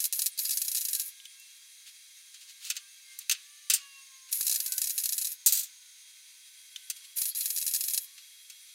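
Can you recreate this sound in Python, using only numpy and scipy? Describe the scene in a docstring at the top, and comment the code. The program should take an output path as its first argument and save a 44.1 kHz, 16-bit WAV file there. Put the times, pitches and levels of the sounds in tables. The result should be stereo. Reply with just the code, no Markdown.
"""A workshop where a MIG welder lays three short beads on a sheet-steel car door, heard close up.
The arc is noise that hisses and spits; each short of the wire into the pool pops as a click and a scatter.
Between beads, cutters and torch knock and ring as bursts and modes, and slides rub as filtered noise.
The live wire grazes the door once, in gritty bursts. Under it all a fan rushes and whines, a far motor
sags under load and other machines whistle faintly, as drifting sine tones."""
import sys
import numpy as np
from scipy import signal
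from scipy.fft import irfft, next_fast_len
from scipy.io import wavfile
from scipy.ndimage import uniform_filter1d

SR = 44100
rng = np.random.default_rng(int(sys.argv[2]) if len(sys.argv) > 2 else 0)


def wrap_up_sound(samples):
    """Save the sound to the file named by the first command line argument, as 16-bit audio."""
    columns = np.atleast_2d(samples).T
    # keep every value between -1 and 1, then stretch to whole-number steps
    tamed = np.clip(columns, -1, 1)
    steps = np.round(tamed * 32767).astype(np.int16)
    wavfile.write(sys.argv[1], SR, steps)


N = 385434
TIME = np.arange(N) / SR

# resonances of the sheet-steel door, scaled by each user's depth: (centre_hz, width_hz, height_db)
DOOR = [(1910, 140, 2.5), (2170, 110, 2.4), (2520, 630, 7), (3273, 169, 5), (3530, 160, 9.5),
        (4010, 380, 12.5), (4360, 87, 11), (4790, 140, 11.5), (5180, 85, -6), (5165, 250, 14),
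        (5596, 136, 14), (5970, 130, 11), (6472, 193, 14.5), (6950, 400, 13), (7270, 120, 2.5),
        (7714, 70, 13.5), (9130, 260, 2.5), (9840, 220, 10), (10070, 170, 10), (10560, 110, 13.5),
        (11320, 510, 9), (12400, 89, 10), (12770, 430, -2.5), (13264, 184, 4.5), (13300, 450, -13.5),
        (14000, 144, -3)]
# burning arcs: (start_s, end_s, relative hiss_db, strike flare_db, burnback_change_db, pop crack_over_ring_db)
ARCS = [(0, 0.067, -41.5, 4.5, -0.5, 15), (0.13, 0.279, -43, 8.5, 0.5, 20),
        (0.378, 1.091, -42, 8, -2.5, 16), (4.311, 5.331, -42.5, 11.5, 0, 15),
        (7.155, 7.298, -40.5, 7.5, 0.5, 11), (7.352, 8.044, -41, 8.5, -6.5, 11)]


def amp(db):
    """Decibels to gain."""
    return 10 ** (np.asarray(db) / 20)


def unit(x):
    """Scales to an rms of 1."""
    return x / np.sqrt(np.mean(x ** 2) + 1e-20)


def add(mix, s, sound):
    """Mixes a sound in at time s, in place."""
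    part = mix[max(0, round(s * SR)):][:len(sound)]
    part += sound[:len(part)]


def drift(top_hz):
    """Smooth random movement of rms 1, with all rates of change up to top_hz."""
    size = next_fast_len(N, real=True)
    count = int(top_hz * size / SR) + 1
    spectrum = rng.standard_normal((count, 2)) @ [1, 1j]
    return unit(irfft(spectrum, size)[:N])


def band(x, hz, kind, order=2):
    """Butterworth filter."""
    return signal.sosfilt(signal.butter(order, hz, kind, fs=SR, output="sos"), x)


def colour(x, spectrum, resonances, depth, size=4096):
    """Minimum-phase filter of unit power: a smooth spectrum with resonances standing on it."""
    hz = abs(np.fft.fftfreq(size, 1 / SR))
    points, level = np.transpose(spectrum)
    smooth = np.interp(np.log(hz + 1), np.log(points), level)
    ripple = sum(db * np.exp(-np.log(2) * (2 * (hz - f) / width) ** 2) for f, width, db in resonances)
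    # the resonances leave the broad balance alone
    ripple = ripple - uniform_filter1d(ripple, size // 16, mode="wrap")
    gain = amp(np.maximum(smooth + depth * ripple, -90))
    taps = np.fft.ifft(np.exp(np.conj(signal.hilbert(np.log(gain))))).real[:size // 2]
    return signal.oaconvolve(x, taps / np.linalg.norm(taps))[:N]


def thud(db, t60=0.023, top_hz=1300):
    """A dull low thud: one low-passed impulse with a short decaying flutter."""
    t = np.arange(SR // 30) / SR
    push = rng.standard_normal(len(t)) * amp(-60 * t / t60) * .08
    push[0] += 1
    push = band(push, top_hz, "low")
    return amp(db - 5.0) * unit(push)


def bursts(rows, spectrum, resonances, depth, grain_db, rise_s, treble_decay):
    """Sudden gritty bursts that ring in steel in three bands; the treble dies first."""
    # crossovers between low, middle and high: (low_hz, high_hz)
    band_edges = [4500, 9000]
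    out = np.zeros(N)
    grit = rng.standard_normal(N) * amp(grain_db * drift(2700))
    steel = colour(grit, spectrum, resonances, depth)
    low, high = band_edges
    parts = [band(steel, low, "low", order=5),
             band(steel, [low, high], "band", order=5),
             band(steel, high, "high", order=5)]
    t = np.arange(SR // 4) / SR
    rise = 1 - np.exp(-t / rise_s)
    for k, part in enumerate(parts):
        power = np.zeros(N)
        for s, *levels, t60 in rows:
            band_t60 = t60 * treble_decay ** (k - 1)
            add(power, s, (amp(levels[k] - 60 * t / band_t60) * rise) ** 2)
        out += np.sqrt(power) * unit(part)
    return out


def ringing(modes, damping):
    """One blow on a set of decaying modes with random phases, scaled to a peak of 1."""
    t = np.arange(SR // 4) / SR
    ring = np.zeros(len(t))
    for hz, db, t60 in modes:
        decay = amp(db - 60 * t * damping / min(t60, .25))
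        ring += decay * np.sin(2 * np.pi * (hz * t + rng.random()))
    return ring / abs(ring).max()


def reflect(x):
    """Nearby steel throws the sound back a few times."""
    # echoes from nearby steel: (delay_s, level_db)
    echoes = [(.0032, -12.5), (0.011, -11), (.0175, -22), (.0186, -39)]
    out = x.copy()
    for delay, db in echoes:
        add(out, delay, amp(db) * x)
    return out


def workshop(x, room_db=-21, t60=0.32, treble_t60=0.084):
    """A faint diffuse tail from the walls, shorter in the treble."""
    t = np.arange(SR // 2) / SR
    wash = rng.standard_normal(len(t)) * (1 - np.exp(-t / 0.055))
    body = band(wash, 4000, "low") * amp(-60 * t / t60)
    # played backwards, the wash is at full strength early on
    treble = band(wash[::-1], 8400, "high") * amp(-60 * t / treble_t60) * (t > .008)
    tail = body + treble
    return x + amp(room_db) * signal.fftconvolve(x, tail / np.linalg.norm(tail))[:N]


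def far_whistles(waver_db=5.0, wander=.002):
    """Thin tones of far machines glide as they swell in and out."""
    # whistles: (start_s, length_s, first_hz, last_hz, level_db before the waver)
    whistle_rows = [(1.6, .45, 790, 960, -97), (2.346, 1.14, 1190, 1167, -87),
                    (4.6, 2.18, 991.4, 970, -88.5), (5.779, .22, 1490, 1395, -79),
                    (6.923, 0.24, 1032, 1154, -85), (8, 0.24, 1063, 1154, -76.5)]
    out = np.zeros(N)
    waver = amp(waver_db * drift(5))
    bend = 1 + wander * drift(20)
    for s, length, first_hz, last_hz, db in whistle_rows:
        along = np.clip((TIME - s) / length, 0, 1)
        hz = (first_hz + (last_hz - first_hz) * along) * bend
        swell = np.sqrt(2 * abs(np.sin(np.pi * along)))
        out += amp(db) * swell * np.sin(2 * np.pi * np.cumsum(hz) / SR)
    return out * waver


def far_motor(waver_db=3.0, wander=.002):
    """A far motor sags under load and picks up again; its harmonic partials fade in and out."""
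    # speed and loudness over time: (time_s, pitch_hz, level_db)
    motor_course = [(0, 550, -78), (.8, 538, -90), (.92, 541.5, -75), (1.45, 540, -78.5), (1.9, 536, -86),
                    (2.4, 538, -80.5), (2.7, 535, -79.5), (3.28, 526, -77.5), (3.45, 579, -73.5),
                    (3.619, 592, -74.5), (3.85, 558, -70.5), (4, 545, -75), (4.299, 524.5, -82),
                    (4.7, 509, -68.5), (5.2, 499, -83), (6, 511, -85.5), (6.85, 511, -79.5),
                    (7.3, 515, -89)]
    # harmonics: (multiple of the pitch, relative level_db)
    motor_partials = [(1, -25), (2, -9.5), (3, 2), (4, 0), (5, -1)]
    # one partial sings out: (centre_s, length_s, multiple, lift_db)
    motor_sings = [(0.976, 0.29, 3, 13.5), (1.435, 0.45, 5, 16), (2.941, .2, 5, 15.5), (3.12, .25, 4, 19),
                   (3.888, 0.82, 5, 13), (4.096, 1.75, 2, 14)]
    s, *columns = np.transpose(motor_course)
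    hz, level = (np.interp(TIME, s, c) for c in columns)
    phase = 2 * np.pi * np.cumsum(hz * (1 + wander * drift(22.3))) / SR
    out = np.zeros(N)
    for k, db in motor_partials:
        lift = np.zeros(N)
        for at, length, multiple, lift_db in motor_sings:
            if multiple == k:
                add(lift, at - length / 2, lift_db * np.hanning(int(length * SR)))
        out += amp(level + db + lift + waver_db * drift(8.2)) * np.sin(k * phase)
    return np.sqrt(2) * out


def fan(wander=0.00076, waver_db=1.6, swell_db=.5, rattle=.3, rattle_db=3.0, fade_db=1.0):
    """Air noise rushes through the welder's housing under a wavering whine and a rattly bearing."""
    # the fan's speed follows the mains: (time_s, pitch_hz)
    fan_speed = [(0, 469.8), (3.6, 467.3), (4, 466.3), (5.7, 466), (6.4, 468.6), (6.8, 471.3), (7.9, 472.3),
                 (8.12, 471.1), (8.74, 470.7)]
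    # whine at the usual speed: (multiple of the pitch, level_db)
    whine_partials = [(16, -75.5), (20, -63.5), (24, -69.5), (28, -83), (32, -77)]
    # the bearing moves to its lower tone as the fan speeds up: (multiple, level_db, change_db per Hz of speed)
    bearing_tones = [(7, -70, 2), (14, -67, -2.6)]
    # smooth colour of the air: (frequency_hz, relative level_db)
    air_colour = [(18, -67), (30, -32), (596, -35), (981, -26), (1660, -12.5), (2150, -6), (2950, -4),
                  (3190, -5.5), (3830, -1.5), (5390, -4), (5990, -3.5), (8640, -8), (9600, -7),
                  (10700, -8.5), (15800, -17.5)]
    # resonances of the housing, scaled by depth: (centre_hz, width_hz, height_db)
    housing = [(547, 90, 0.5), (820, 110, 0.5), (2160, 120, 5), (2960, 250, -7.5), (3220, 150, 4.5),
               (3860, 190, 3.5), (4794, 64, 7), (5440, 400, -1.5), (6010, 290, 6), (6420, 37, 5),
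               (15100, 600, 3)]
    usual_hz, whine_db_per_hz, air_db = 468, 1, -55
    hz = np.interp(TIME, *np.transpose(fan_speed))
    faster_hz = hz - usual_hz
    phase = 2 * np.pi * np.cumsum(hz * (1 + wander * drift(7))) / SR
    whine = np.zeros(N)
    for k, db in whine_partials:
        whine += amp(db + waver_db * drift(11)) * np.sin(k * phase)
    whine *= amp(whine_db_per_hz * faster_hz)
    slip = rattle * drift(50) / bearing_tones[0][0]
    for k, db, db_per_hz in bearing_tones:
        level = db + db_per_hz * faster_hz + rattle_db * drift(30) + fade_db * drift(3.7)
        whine += amp(level) * np.sin(k * (phase + slip))
    air = colour(rng.standard_normal(N), air_colour, housing, depth=0.96)
    return np.sqrt(2) * whine + amp(air_db + swell_db * drift(17)) * air


def handling(knock_db=0.5, slide_db=1, tick_db=13, cutters_db=3):
    """Cutters and torch tick, knock and ring on bench and door; gloves, hose and cutters slide over steel."""
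    # knocks: (start_s, relative level_db, brightness_db per band, middle-band t60_s)
    knock_rows = [(1.254, -46, 2, 0.032), (1.398, -56, 12.5, 0.043), (2.342, -49, -1.5, 0.089),
                  (2.648, -46, 2.5, 0.23), (2.701, -26.5, 2, 0.06), (2.766, -35.5, 0.5, 0.059),
                  (3.189, -41, 12, 0.035), (3.296, -21.5, 2.5, 0.034), (3.312, -24, 1, 0.047),
                  (3.318, -29, 4, 0.072), (3.349, -49, -7, 0.044), (3.6992, -24, 4, 0.13),
                  (3.7023, -27, -1, 0.028), (3.7368, -25, 8.5, 0.12), (6.76, -44.5, 0.5, .052),
                  (6.9, -32.5, 7, 0.065), (6.962, -52.5, 3, .2), (8.179, -51.5, -2, 0.092),
                  (8.499, -44.5, 3, .058)]
    # modes of the cutters, rung by every knock: (pitch_hz, relative level_db, t60_s before damping)
    cutter_modes = [(2820, -12, 0.22), (3980, 3, 0.099), (6000, 1.5, 0.13), (6100, -6, 0.085),
                    (6300, 14, 0.091), (7300, -11, 0.092), (7960, -21, 0.059), (8600, 1, 0.13),
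                    (8800, -2, 0.054), (11400, -18, 0.12)]
    # light clinks of the torch nozzle: (start_s, peak_db before the high-pass)
    clink_rows = [(1.201, -38.5), (1.256, -34.5), (3.349, -36), (6.761, -28)]
    # modes of the nozzle: (pitch_hz, relative level_db, t60_s before damping)
    nozzle_modes = [(2740, -19, 0.033), (3070, -7, 0.024), (3550, -8, 0.031), (3828, -33, 0.16)]
    # the cutters bite through the wire: (start_s, peak_db)
    snip = (3.1897, -17)
    # the cutters land flat and push out air: (start_s, relative level_db)
    drop_puff = (3.703, -65)
    # slides: (centre_s, length_s, relative level_db)
    slide_rows = [(1.881, 0.076, -51), (2.423, 0.069, -52.5), (2.5, 0.096, -51), (2.67, 0.19, -45.5),
                  (2.76, 0.023, -45), (3.13, 0.12, -56), (3.214, 0.06, -50), (4.296, 0.037, -51),
                  (7.05, 0.034, -49), (8.527, 0.053, -56)]
    # smooth colour of struck and rubbed steel: (frequency_hz, relative level_db)
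    knock_colour = [(59, -88), (100, -60), (524, -55.5), (1420, -16.5), (2220, -8.5), (2690, -3.5),
                    (3620, -3), (3940, -2.5), (4980, -4), (7940, -7), (9610, -8), (10500, -10),
                    (15000, -18.5), (16000, -15)]
    # resonances of the bench, scaled by depth: (centre_hz, width_hz, height_db)
    bench = [(1380, 390, 5.4), (1960, 37, 3.8), (2600, 240, 6.4), (3640, 84, 4.6), (4270, 550, 6.6),
             (4590, 100, 7.3), (5640, 150, 4.9), (6300, 127, 2.7), (6850, 170, 15.5), (7500, 180, 13),
             (8300, 1800, 6.8), (9220, 130, 5.9), (9260, 470, 11), (10800, 420, 8.9), (11980, 229, 20),
             (13400, 150, 24)]
    blows = [(s, db - bright, db, db + bright, t60) for s, db, bright, t60 in knock_rows]
    out = amp(knock_db) * bursts(blows, knock_colour, bench, depth=0.59, grain_db=3.0,
                                 rise_s=0.00089, treble_decay=0.66)
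    tick = np.array([-.5, 1, -.5])
    for s, low, middle, high, t60 in blows:
        add(out, s, amp(high + tick_db) * tick)
        ring = amp(middle + cutters_db) * ringing(cutter_modes, damping=1.7)
        add(out, s, band(ring, 1500, "high", order=4))
    for s, db in clink_rows:
        clink = amp(db) * ringing(nozzle_modes, damping=1.1)
        add(out, s, band(clink, 1500, "high", order=4))
    add(out, snip[0], amp(snip[1]) * tick)
    add(out, drop_puff[0], thud(drop_puff[1]))
    stroke = np.zeros(N)
    for s, length, db in slide_rows:
        add(stroke, s - length / 2, amp(db) * np.hanning(int(length * SR)))
    rub = unit(rng.standard_normal(N) * amp(1.5 * drift(400)))
    return out + amp(slide_db) * colour(stroke * rub, knock_colour, bench, depth=.3)


def door_edge(damping=1.2):
    """The dropped cutters and the graze's bang leave a high modal ring in the door's edge."""
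    # blows: (start_s, peak_db before the high-pass)
    edge_blows = [(3.737, -20), (5.463, -14.5)]
    # modes of the edge: (pitch_hz, relative level_db, t60_s before damping)
    edge_modes = [(7230, -8, 0.11), (7140, -9, 0.038), (7270, -6, 0.025), (8400, -6, 0.12),
                  (8600, -8, 0.11)]
    out = np.zeros(N)
    for s, db in edge_blows:
        ring = amp(db) * ringing(edge_modes, damping)
        add(out, s, band(ring, 4000, "high", order=6))
    return out


def graze(graze_db=2, grain_db=2):
    """The live wire touches the door, bangs and sputters away in bursts of gritty noise."""
    # bangs: (start_s, relative level_db, middle-band t60_s)
    bang_rows = [(5.461, -23.5, 0.18), (5.468, -26.5, 0.16), (5.523, -27, 0.19), (5.552, -33.5, 0.15),
                 (5.572, -33, 0.18), (5.592, -34, 0.16), (5.632, -40.5, 0.12)]
    # balance of every bang: (low_db, middle_db, high_db)
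    bang_balance = (-10, -1, 5.5)
    # push of air from the bang: (start_s, relative level_db)
    bang_puff = (5.464, -51.5)
    # smooth colour of the bangs: (frequency_hz, relative level_db)
    bang_colour = [(120, -76), (200, -55), (749, -45), (1400, -21.5), (2330, -17.5), (2510, -15),
                   (3490, -8.5), (4600, -2.5), (5420, -11), (5940, 0.5), (6280, -1.5), (13600, 5),
                   (16000, -2)]
    bangs = [(s, *(db + np.array(bang_balance)), t60) for s, db, t60 in bang_rows]
    out = amp(graze_db) * bursts(bangs, bang_colour, DOOR, depth=0.46, grain_db=grain_db,
                                 rise_s=0.00028, treble_decay=0.72)
    add(out, bang_puff[0], thud(bang_puff[1], t60=0.038, top_hz=1110))
    return out


def squeals(spread=0.07):
    """Gas squeals out of the molten pool: short fuzzy whistles of narrow-band noise."""
    # squeals: (centre_s, length_s, pitch_hz, level_db at the height of the swell)
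    squeal_rows = [(0.33, 0.064, 9200, -49), (0.391, 0.042, 4480, -34.5), (0.459, 0.043, 4800, -36),
                   (0.529, 0.058, 4780, -38.5), (7.315, 0.057, 4530, -45), (7.416, 0.049, 4392, -42.5)]
    out = np.zeros(N)
    for s, length, hz, db in squeal_rows:
        n = int(length * SR)
        tone = unit(band(rng.standard_normal(n), [hz * (1 - spread), hz * (1 + spread)], "band"))
        add(out, s - length / 2, amp(db) * tone * np.hanning(n))
    return out


def shorts(crack_spread_db=2.0, jitter_s=0.0014):
    """Every short of the wire, with stutters and relights: (start_s, crack_db, ring_db, thud_db)."""
    # the wire shorts into the pool: (start_s, stutter_length_s, relative door ring_db, relative low thud_db)
    pop_rows = [(.003, 0.0021, -28, -69), (.041, 0.012, -26, -66), (.126, 0.0055, -29.5, -77),
                (0.136, 0.0013, -39, -87), (.192, 0, -26, -55), (.219, 0, -26.5, -70),
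                (.26, 0.0058, -28, -67.5), (0.377, 0.000079, -37.5, -95), (.39, 0, -27.5, -72),
                (.452, 0.0023, -30, -61), (.493, 0.0018, -29.5, -73), (.508, 0.0063, -29, -75),
                (.572, 0, -27, -69.5), (.531, 0, -31.5, -77), (0.617, 0.0017, -25.5, -72),
                (0.649, 0, -34, -79), (.681, 0, -28, -62.5), (.716, 0.0012, -30.5, -89),
                (.748, 0.032, -29.5, -82), (.809, 0.0058, -32, -77), (0.851, 0, -28, -86),
                (.885, 0.0002, -30, -71), (.931, 0, -27.5, -69), (.95, 0, -27, -60.5),
                (.997, 0.0035, -27.5, -92), (1.016, 0, -35.5, -85), (4.327, 0, -26, -74),
                (4.409, 0, -27, -52.5), (4.428, 0, -34, -77), (4.454, 0, -38, -80),
                (4.467, 0.012, -26, -69), (4.496, 0.00054, -25.5, -57.5), (4.513, 0.011, -27, -63),
                (4.542, .006, -30.5, -75), (4.559, 0.002, -25, -67), (4.602, 0.0036, -26.5, -77),
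                (4.661, 0, -28, -79), (4.678, 0.0013, -35, -81), (4.721, 0.003, -26, -66),
                (4.78, 0, -25.5, -79), (4.817, 0.0025, -26, -86), (4.841, 0.0029, -28, -71),
                (4.872, 0.00047, -30.5, -80), (4.896, 0.0095, -29.5, -81), (4.979, 0.0054, -28, -65.5),
                (5.001, 0, -34, -82), (5.037, 0.0043, -28.5, -79), (5.057, 0.00077, -25.5, -71),
                (5.091, 0.0015, -28, -75), (5.123, .008, -29, -80), (5.18, 0, -26.5, -87),
                (5.214, 0.0064, -31, -67.5), (5.246, 0.0057, -30.5, -72), (5.27, 0.00038, -31, -71),
                (5.318, 0.0021, -36.5, -91), (7.172, 0.015, -36, -73.5), (7.217, 0.00078, -27, -59.5),
                (7.255, 0.003, -28.5, -73), (7.349, 0.0078, -33.5, -69), (7.408, 0.00084, -30, -77),
                (7.457, 0, -27, -67), (7.503, 0.0021, -28, -67.5), (7.562, .021, -30.5, -73),
                (7.614, 0.011, -31, -74), (7.665, 0.013, -27.5, -71.5), (7.711, 0, -35, -76),
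                (7.737, 0.024, -27.5, -71), (7.808, 0, -28, -75), (7.838, 0, -30, -77),
                (7.883, 0.0045, -28, -71), (7.907, 0.00083, -32.5, -71), (7.935, 0.0099, -27.5, -63.5),
                (7.976, 0, -23, -69)]
    stutter_gap_s = .009
    # after some pops the arc relights with a dry crack that hardly rings
    relight_share, relight_crack_db, relight_ring_db = .35, -2.5, -11
    rows = []
    for (s, length, ring, dull), (chance, place) in zip(pop_rows, rng.random((len(pop_rows), 2))):
        nearest_arc = min(ARCS, key=lambda arc: abs(s - np.clip(s, arc[0], arc[1])))
        crack = ring + nearest_arc[-1]
        times = np.linspace(s, s + length, 1 + round(abs(length) / stutter_gap_s))
        times[1:-1] += jitter_s * rng.standard_normal(len(times[1:-1]))
        rows += [(at, crack + crack_spread_db * rng.standard_normal(), ring, dull) for at in times]
        if chance < relight_share:
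            delay_s = np.interp(place, [0, 1], [.007, .014])
            rows.append((s + length + delay_s, crack + relight_crack_db,
                         ring + relight_ring_db, dull + relight_ring_db))
    return rows


def arc_pops(crack_hz=9300, crack_db=-2.5, ring_db=5.5, ring_t60=0.041, thud_db=0, restrike_db=-3, depth=0.79):
    """Each short cracks, cracks again as the arc relights, and scatters through the door's hollows."""
    # smooth colour of the scatter: (frequency_hz, relative level_db)
    pop_colour = [(290, -77), (500, -43.5), (1280, -39.5), (1790, -12), (2010, -28.5), (2610, -12.5),
                  (3650, -13), (3980, -5), (4530, -4.5), (11100, -1), (15300, -6), (16000, -11.5)]
    cracks, scatter, thuds = np.zeros((3, N))
    t = np.arange(SR // 16) / SR
    u = np.pi * crack_hz * np.arange(-12, 13) / SR
    snap = (1 - 2 * u ** 2) * np.exp(-u ** 2)  # one short pulse, strongest at crack_hz
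    ring = amp(-60 * t / ring_t60) * (1 - np.exp(-t / .0003))
    hollows = rng.standard_normal(len(t))
    alike = .36  # share of the scatter's power that stays the same from pop to pop
    for s, peak, body, dull in shorts():
        add(cracks, s, amp(peak) * snap)
        restrike_s = s + rng.uniform(0.00069, .004)
        add(cracks, restrike_s, amp(peak + restrike_db - rng.exponential(4.8)) * snap)
        paths = np.sqrt(alike) * hollows + np.sqrt(1 - alike) * rng.standard_normal(len(t))
        add(scatter, s, amp(body) * ring * paths)
        add(thuds, s, thud(dull + thud_db))
    door_scatter = colour(scatter, pop_colour, DOOR, depth)
    return amp(crack_db) * reflect(cracks) + amp(ring_db) * door_scatter + thuds


def arc_level():
    """Each arc strikes, flares, settles, shifts in level as the wire burns back, and dies."""
    strike_s, settle_s = 0.021, 0.09
    burnback_s, die_db_per_s = 0.079, 800
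    level = np.zeros(N)
    for start, end, db, flare_db, burnback_db, _ in ARCS:
        age = np.maximum(TIME - start, 0)
        flare = flare_db * np.exp(-age / settle_s)
        # the shift is complete halfway through the burnback
        burnback = burnback_db * np.clip(2 + 2 * (TIME - end) / burnback_s, 0, 1)
        dying = die_db_per_s * np.clip(TIME - end, 0, 1)
        level += np.minimum(age / strike_s, 1) * amp(db + flare + burnback - dying)
    return level


def arc_hiss(hiss_db=3.5, flutter_db=2.0, grain_db=2.5, depth=0.81, spits_per_s=90, spit_db=11):
    """The burning arc fizzes as fine-grained noise, flutters, and spits tiny sparks as random clicks."""
    # smooth colour of the fizz: (frequency_hz, relative level_db)
    hiss_colour = [(240, -67), (400, -44), (765, -50), (1010, -43), (1530, -27), (3020, -21.5), (3370, -23),
                   (6150, -16.5), (6740, -15), (7750, -14.5), (11400, -3.5), (13100, -6), (16000, -14.5)]
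    level = arc_level()
    fizz = unit(rng.standard_normal(N) * amp(flutter_db * drift(190) + grain_db * drift(4000)))
    spits = (rng.random(N) < spits_per_s / SR) * amp(spit_db + rng.uniform(-2, 9.8, N))
    hiss = colour(level * fizz, hiss_colour, DOOR, depth)
    sparks = band(level * spits, 4000, "high", order=3)
    return amp(hiss_db) * reflect(hiss + sparks)


def scene():
    """All sources, the same in both channels; only the near ones excite the room."""
    near = handling() + door_edge() + graze() + squeals() + arc_pops() + arc_hiss()
    mix = far_whistles() + far_motor() + fan() + workshop(near)
    return np.array([mix, mix])


def record(dry):
    """A steep low-pass at 15.9 kHz limits the band."""
    taps = signal.firwin(401, 15900, window=("kaiser", 8), fs=SR)
    return signal.oaconvolve(dry, taps[None], "same")


dry = scene()
out = record(dry)
wrap_up_sound(out)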